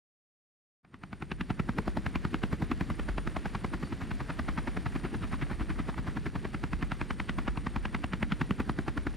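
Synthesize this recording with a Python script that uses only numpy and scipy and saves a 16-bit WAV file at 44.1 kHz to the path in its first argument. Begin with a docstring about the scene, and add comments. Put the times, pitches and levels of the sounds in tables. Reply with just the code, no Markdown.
"""A two-bladed rotor, by its sound a helicopter's, fades in and hovers close by, chopping almost eleven times a second.
Slaps and thumps: each blade cuts the tip vortex of the one before, sharp in steady air, smeared in a broken wake.
Below lie a throb of low multiples of the blade rate and the filtered-noise rush of the downwash.
A thin turbine whine, noise-modulated tones of drifting pitch, wanders on top."""
import sys
import numpy as np
from scipy import signal
from scipy.fft import rfft, irfft, next_fast_len
from scipy.io import wavfile
from scipy.ndimage import uniform_filter1d, minimum_filter1d

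SR = 44100
rng = np.random.default_rng(int(sys.argv[2]) if len(sys.argv) > 2 else 0)


def digitize_waveform(pressure):
    """Quantize a signal to 16-bit integers and store it at the path in sys.argv[1].

    Rows of a 2-D input are taken as channels; values are limited to [-1, 1].
    """
    field = np.atleast_2d(pressure).T
    bounded = np.clip(field, -1, 1)
    quanta = np.round(bounded * 32767).astype(np.int16)
    wavfile.write(sys.argv[1], SR, quanta)


N = 403956

# slap colour at its usual centre: (frequency [Hz], relative density [dB per Hz])
SLAP_COLOUR = [(250, -10.5), (480, -13), (700, -3), (1200, -1), (1900, -5), (2700, -11.5), (3400, -23.5),
               (6000, -56.5)]
# strength of the downwash hiss: (time [s], level [dB])
HISS_FLOW = [(1.4, -47), (2.2, -44.5), (3.0, -44), (3.8, -43.5), (4.6, -43), (5.4, -44), (6.2, -45),
             (7.1, -45), (7.9, -46), (9.16, -45)]
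# wake, tight or broken up: (time [s], spread of the vortex encounter [s])
WAKE_SPREAD = [(1.1, .002), (1.55, .0033), (2.0, .0024), (2.42, .0018), (2.55, .0038), (3.0, .004),
               (3.65, .0024), (4.05, .008), (4.85, .0085), (5.25, .0125), (6.05, .012), (6.26, .004),
               (6.45, .005), (6.6, .001), (7.15, .0016), (7.45, .0028), (8.1, .0018), (9.1, .003)]


def from_db(db):
    """Decibels to gain."""
    return 10 ** (np.asarray(db) / 20)


def rms_one(x):
    """The same signal at unit rms."""
    return x / np.sqrt(np.mean(x ** 2) + 1e-20)


def at_times(rows, times_s):
    """Each column of a curve at the given moments."""
    s, *columns = np.transpose(rows)
    return [np.interp(times_s, s, column) for column in columns]


def in_time(rows):
    """Each column of a curve, sample by sample."""
    return at_times(rows, np.arange(N) / SR)


def swells(rows):
    """Bell-shaped rises in level, sample by sample, in dB."""
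    t = np.arange(N) / SR
    return sum(rise_db * np.exp(-((t - s) / half_s) ** 2) for s, half_s, rise_db in rows)


def colour(x, points):
    """Causal minimum-phase filter with the given spectrum, built from its folded cepstrum."""
    size = 2 * next_fast_len(len(x))
    hz, db = np.transpose(points)
    grid_hz = np.maximum(np.fft.rfftfreq(size, 1 / SR), 1)
    grid_db = np.interp(np.log(grid_hz), np.log(hz), db)
    cepstrum = irfft(np.log(from_db(grid_db)))
    cepstrum[1:size // 2] *= 2
    cepstrum[size // 2 + 1:] = 0
    response = np.exp(rfft(cepstrum))
    return irfft(rfft(x, size) * response)[:len(x)]


def shifted(points, ratio):
    """The same colour, higher or lower."""
    return np.array(points) * [ratio, 1]


def drift(rate_hz):
    """Slow chance at unit rms: white noise rolled off above the rate."""
    size = next_fast_len(N, True)
    hz = np.fft.rfftfreq(size, 1 / SR)
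    white = rng.standard_normal(size)
    return rms_one(irfft(rfft(white) / (1 + (hz / rate_hz) ** 2))[:N])


def narrow_tone(hz, width_hz):
    """A tone whose height and phase wander, which widens its line."""
    phase = 2 * np.pi * np.cumsum(hz * np.ones(N)) / SR
    return rms_one(drift(width_hz) * np.cos(phase) + drift(width_hz) * np.sin(phase))


def stereo(mid, side):
    """Left and right from their shared and opposed parts."""
    return np.array([mid + side, mid - side])


def blade_turns(first_slap_s=0.85, blade_period_s=0.0934):
    """Blade passages counted sample by sample: an even rate, shifted a little by the sway."""
    # rotor sway: (time [s], delay of the slaps [s])
    sway = [(1.0, -.0003), (1.88, .0018), (2.3, -.0006), (3.1, -.0015), (3.45, -.0064), (4.5, -.0045),
            (4.7, -.0008), (6.4, -.0019), (7.2, .0001), (9.1, .0005)]
    delay_s, = in_time(sway)
    return (np.arange(N) / SR - delay_s - first_slap_s) / blade_period_s


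def downwash(turns, rumble_db=-44.0, split_hz=480, swish_db=1.16, swish_lag_turns=0.16):
    """Rushing air: an even rumble, wide in the bass, under a lumpy hiss that swells with each blade."""
    # downwash colour: (frequency [Hz], relative density [dB per Hz])
    wash_colour = [(20, -28), (45, -3), (100, -0.5), (200, 1), (320, -5), (520, -16.5), (1000, -21.5),
                   (1850, -18.5), (2500, -23.5), (3600, -28), (4600, -30.5), (5600, -34), (6300, -38),
                   (7400, -36.5), (10000, -46), (11700, -44), (13000, -55), (14000, -53), (15300, -57)]
    width = [(45, 4), (120, -14), (300, -22.5), (1200, -25.5), (4000, -62), (14000, -26)]  # (Hz, side/mid dB)
    mid, side = (rms_one(colour(rng.standard_normal(N), wash_colour)) for part in range(2))
    air = stereo(mid, colour(side, width))
    rumble = signal.sosfiltfilt(signal.butter(2, split_hz, fs=SR, output="sos"), air)
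    hiss = air - rumble
    flow_db, = in_time(HISS_FLOW)
    swell_db = swish_db * np.cos(2 * np.pi * (turns - swish_lag_turns))
    flutter_db = 1.2 * drift(60)
    return from_db(rumble_db) * rumble + from_db(flow_db + swell_db + flutter_db) * hiss


def stray_eddies(level_db=-14, spread_db=3, puffs_per_s=110, decay_per_s=600):
    """Small eddies puff at random as decaying noise, strongest while the wake is broken."""
    flow_db, = in_time(HISS_FLOW)
    spread_s, = in_time(WAKE_SPREAD)
    unrest = np.sqrt(np.clip(spread_s / spread_s.max(), 0, 1))
    sizes = from_db(spread_db * np.clip(rng.standard_normal(N), -2, 2))
    pops = (rng.random(N) < puffs_per_s / SR) * sizes
    envelope = signal.lfilter([1], [1, -np.exp(-decay_per_s / SR)], pops + 1e-18)
    puffs = envelope * rng.standard_normal(N)
    return unrest * from_db(flow_db + level_db) * rms_one(colour(puffs, SLAP_COLOUR))


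def turbine(line_hz=14, skirt_hz=130, skirt_db=2.0, side_db=-11, trim_db=-1.5, gear_hz=4520, gear_db=-78):
    """Two compressor tones, each in a skirt of hiss, over faint gear tones."""
    # two compressor tones: (time [s], frequency [Hz], level before trim [dB])
    whine_high = [(.85, 8900, -72), (1.3, 9030, -71.5), (1.9, 9050, -73), (2.6, 9100, -73.5),
                  (3.3, 9045, -70), (4.0, 9040, -73), (4.5, 9050, -71), (5.2, 9115, -69.5),
                  (6.0, 9050, -74), (6.6, 9040, -73.5), (7.3, 9250, -92)]
    whine_low = [(4.0, 8700, -100), (4.4, 8730, -85), (5.0, 8800, -78), (5.6, 8740, -75.5),
                 (6.4, 8920, -80), (7.2, 8845, -70), (7.502, 8910, -72.5), (8.001, 8980, -71),
                 (8.601, 9030, -71.5), (9.16, 9100, -74)]
    # swell of the gear tone: (time [s], half length [s], rise [dB])
    gear_swells = [(3.86, 0.074, 13.7)]
    # steady gearbox tones: (frequency [Hz], level [dB], width [Hz])
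    gearbox = [(5700, -80.5, 75), (6820, -83.5, 80), (7400, -84, 70)]
    out = from_db(gear_db + swells(gear_swells)) * narrow_tone(gear_hz, width_hz=13)
    for hz, db, width_hz in gearbox:
        out = out + from_db(db) * narrow_tone(hz, width_hz)
    for curve in (whine_high, whine_low):
        hz, db = in_time(curve)
        mid, side = (narrow_tone(hz, line_hz) + from_db(skirt_db) * narrow_tone(hz, skirt_hz)
                     for part in range(2))
        out = out + from_db(db + trim_db) * stereo(mid, from_db(side_db) * side)
    return out


def passages(turns, scatter_db=1.06, scatter_octaves=.11, spread_scatter=.25, jitter_share=.08, crack_db=-13.5):
    """Per blade: (s, thump dB, thump centre Hz, slap dB, slap centre Hz, crack dB, spread s)."""
    # thump as the blades take load: (time [s], level [dB], centre [Hz])
    load = [(.85, -39, 175), (1.5, -29, 187), (1.72, -30.5, 214), (2.0, -33.5, 195.7), (2.48, -30.5, 216),
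            (2.9, -32.5, 200), (3.0, -40.5, 195), (3.85, -35, 199), (4.12, -37.5, 165), (4.8, -34.5, 190),
            (6.2, -36, 197), (6.5, -36.5, 195), (6.82, -33.5, 190), (7.2, -41, 200), (7.43, -35, 195),
            (7.9, -36.5, 176), (8.47, -28.5, 202), (9.0, -34.5, 195)]
    # slap as the blades bite into the vortex: (time [s], level [dB], centre [Hz])
    bite = [(.85, -40.5, 1200), (1.35, -36.5, 1560), (1.85, -38.5, 980), (2.17, -38, 1290),
            (2.44, -38, 1300), (2.55, -43, 1060), (2.75, -39, 1330), (2.97, -44.5, 1270),
            (3.25, -39.5, 1240), (3.65, -39.5, 1010), (3.93, -47.5, 1370), (4.38, -38.5, 1160),
            (5.1, -43, 1320), (6.4, -42, 1250), (7.15, -38, 1385), (7.65, -40, 1220), (8.35, -36.5, 1540),
            (8.85, -39, 1040)]
    s = np.searchsorted(turns, np.arange(int(turns[-1]) + 1)) / SR
    chance = rng.standard_normal((6, len(s)))
    thump_db, thump_hz = at_times(load, s)
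    slap_db, slap_hz = at_times(bite, s)
    spread_s = at_times(WAKE_SPREAD, s)[0] * np.exp(spread_scatter * chance[0])
    slap_db = slap_db + scatter_db * chance[1]
    jittered_s = s + jitter_share * spread_s * chance[2]   # timing loosens with the spread
    thump_db = thump_db + scatter_db * chance[3]
    thump_hz = thump_hz * 2 ** (scatter_octaves * chance[4])
    slap_hz = slap_hz * 2 ** (scatter_octaves * chance[5])
    return np.transpose([jittered_s, thump_db, thump_hz, slap_db, slap_hz, slap_db + crack_db, spread_s])


def uneven_lumps(t, lumps_db, lump_s=.0015):
    """Random gain interpolated between independent lumps."""
    lumps = np.interp((t - t[0]) / lump_s, np.arange(len(t)), rng.standard_normal(len(t)))
    return from_db(lumps_db * lumps)


def burst(t, width_s, skirt_s, skirt_db, lumps_db=4.5):
    """Turbulence: noise that swells to the moment of the cut and dies as fast, in uneven lumps."""
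    swell = np.exp(-abs(t) / width_s) + from_db(skirt_db) * np.exp(-abs(t) / skirt_s)
    return swell * uneven_lumps(t, lumps_db) * rng.standard_normal(len(t))


def strands(t, spread_s, reach=0.97, skirt_s=.011, skirt_db=-3.5, rise_share=0.5, lumps_db=3.5, count=5,
            shortest_s=.0012, growth=0.28, scatter_db=3.5):
    """Swell of a split vortex: a cut per strand, bunched or strung out by the spread, on a lumpy skirt."""
    places = (np.arange(count) + rng.random(count)) * 2 / count - 1
    moments_s = reach * spread_s * places
    sizes = from_db(scatter_db * rng.standard_normal(count))
    since_s = t - moments_s[:, None]
    away_s = np.where(since_s < 0, -since_s / rise_share, since_s)   # rises faster than it falls
    cuts = sizes @ np.exp(-away_s / (shortest_s + growth * spread_s))
    skirt = np.exp(-abs(t) / skirt_s) * uneven_lumps(t, lumps_db)
    return rms_one(cuts) + from_db(skirt_db) * rms_one(skirt)


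def disperse(x, centre_hz=130, width_hz=170):
    """All-pass resonance: the lows around its centre arrive last, so a thump sweeps downward."""
    r = np.exp(-np.pi * width_hz / SR)
    poles = np.array([1, -2 * r * np.cos(2 * np.pi * centre_hz / SR), r * r])
    return signal.lfilter(poles[::-1], poles, x)


def blade_slaps(turns, size=4096, level_span_s=0.039, smear_s=0.011, thump_lead_s=.0015, shock_share=0.45,
                eddy_share=0.47, crack_shock_share=0.29, usual_thump_hz=195, usual_slap_hz=1282):
    """Every blade passage: one pressure pulse rings low, while the torn vortex slaps and cracks."""
    # thump at its usual centre, and crack: (frequency [Hz], relative density [dB per Hz])
    thump_colour = [(40, -18), (75, -7), (115, -2.5), (180, 1.5), (270, -1), (370, -8), (480, -21.5),
                    (900, -59)]
    crack_colour = [(1500, 8), (3200, 9.5), (4600, 4.5), (6300, -5.5), (8500, -14.5), (12000, -26),
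                    (15500, -38)]
    # difference between the ears: (frequency [Hz], side over mid [dB])
    slap_width = [(50, -1.5), (120, -11), (250, -24.5), (600, -25.5), (1500, -42), (4000, -39),
                  (12000, -22)]
    t = (np.arange(size) - size // 2) / SR
    out = np.zeros(N + 2 * size)
    shock = rms_one(1. * (t == 0))
    for k, passage in enumerate(passages(turns)):
        s, thump_db, thump_hz, slap_db, slap_hz, crack_db, spread_s = passage
        spread_s = max(spread_s, .0015)
        ragged = spread_s / (spread_s + smear_s)   # a broken wake leaves less of the clean pulse
        clean = 1 - ragged

        pulse_s = np.searchsorted(turns, k) / SR - s - thump_lead_s   # free of the slap's jitter
        pulse = 1. * (np.arange(size) == np.searchsorted(t, pulse_s))
        low = shifted(thump_colour, thump_hz / usual_thump_hz)
        eddies = burst(t, width_s=0.0064 + spread_s / 2, skirt_s=0.013, skirt_db=10.5)
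        ring = rms_one(disperse(colour(pulse, low)))
        thump = (eddy_share + ragged) * rms_one(colour(eddies, low)) - clean * ring

        swell = strands(t + spread_s / 8, spread_s)
        slap_tear = rms_one(swell * rng.standard_normal(size))
        high = shifted(SLAP_COLOUR, slap_hz / usual_slap_hz)
        slap = colour(slap_tear - shock_share * clean * shock, high)
        crack_tear = rms_one(swell * rng.standard_normal(size))
        crack = colour(crack_tear - crack_shock_share * clean * shock, crack_colour)

        blow = from_db(thump_db) * rms_one(thump)
        blow += from_db(slap_db) * rms_one(slap) + from_db(crack_db) * rms_one(crack)
        start = round(s * SR) - size // 2
        out[start:start + size] += blow * np.sqrt(level_span_s * SR / size)   # levels: rms over the span
    return stereo(out[:N], colour(out[:N], slap_width))


def blade_throb(turns, calm_db=-48, waver=0.46, wide_db=-51.5, lag_turns=0.204,
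                buffet_hz=45, buffet_width_hz=7, buffet_db=-4):
    """Low multiples of the blade rate, very wide between the ears, and a deep buffeting among them."""
    # partials: (multiple of blade rate, mid re throb level [dB], side re wide_db [dB])
    throb_orders = [(2, -22, -17), (3, -23, -6), (4, -2.5, 9.5), (5, -8, 8.5), (6, -8, -10), (7, -7.5, -2)]
    # gusts that swell the shared part: (time [s], half length [s], rise [dB])
    gusts = [(1.55, 0.3, 6.5), (3.12, 0.09, 9), (4.5, 0.099, 5.5), (5.1, .07, 3), (5.57, 0.19, 8),
             (6.78, .11, 9.5), (7.49, .07, 8.5), (7.76, .11, 8.5), (9.0, 0.13, 3.5)]
    level_db = calm_db + swells(gusts)
    mid = from_db(level_db + buffet_db) * narrow_tone(buffet_hz, buffet_width_hz)
    side = 0
    for order, mid_db, side_db in throb_orders:
        # the deep wave trails the slap
        phase = 2 * np.pi * round(order) * (turns - lag_turns) + waver * drift(2.8)
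        mid = mid + np.sqrt(2) * from_db(level_db + mid_db) * np.cos(phase)
        side_height = 1 + waver * drift(3.6)
        side = side + np.sqrt(2) * from_db(wide_db + side_db) * side_height * np.sin(phase)
    return stereo(mid, side)


def scene(fade_start_s=0.83, fade_length_s=1, fade_power=0.8):
    """Everything fades in together, the deep throb more slowly."""
    turns = blade_turns()
    fade = np.clip((np.arange(N) / SR - fade_start_s) / fade_length_s, 0, 1) ** fade_power
    air = downwash(turns) + stray_eddies()
    blades = blade_slaps(turns) + fade * blade_throb(turns)
    return fade * (air + turbine() + blades)


def record(dry, ceiling=0.13, size=45, stopband_hz=16500):
    """A fast limiter holds the tallest peaks; a steep low-pass cuts the top."""
    gain = np.minimum(1, ceiling / (abs(dry).max(axis=0) + 1e-9))
    gain = uniform_filter1d(minimum_filter1d(gain, size), size)
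    low_pass = signal.cheby2(16, 80, stopband_hz, fs=SR, output="sos")
    return signal.sosfilt(low_pass, dry * gain)


dry = scene()
out = record(dry)
digitize_waveform(out)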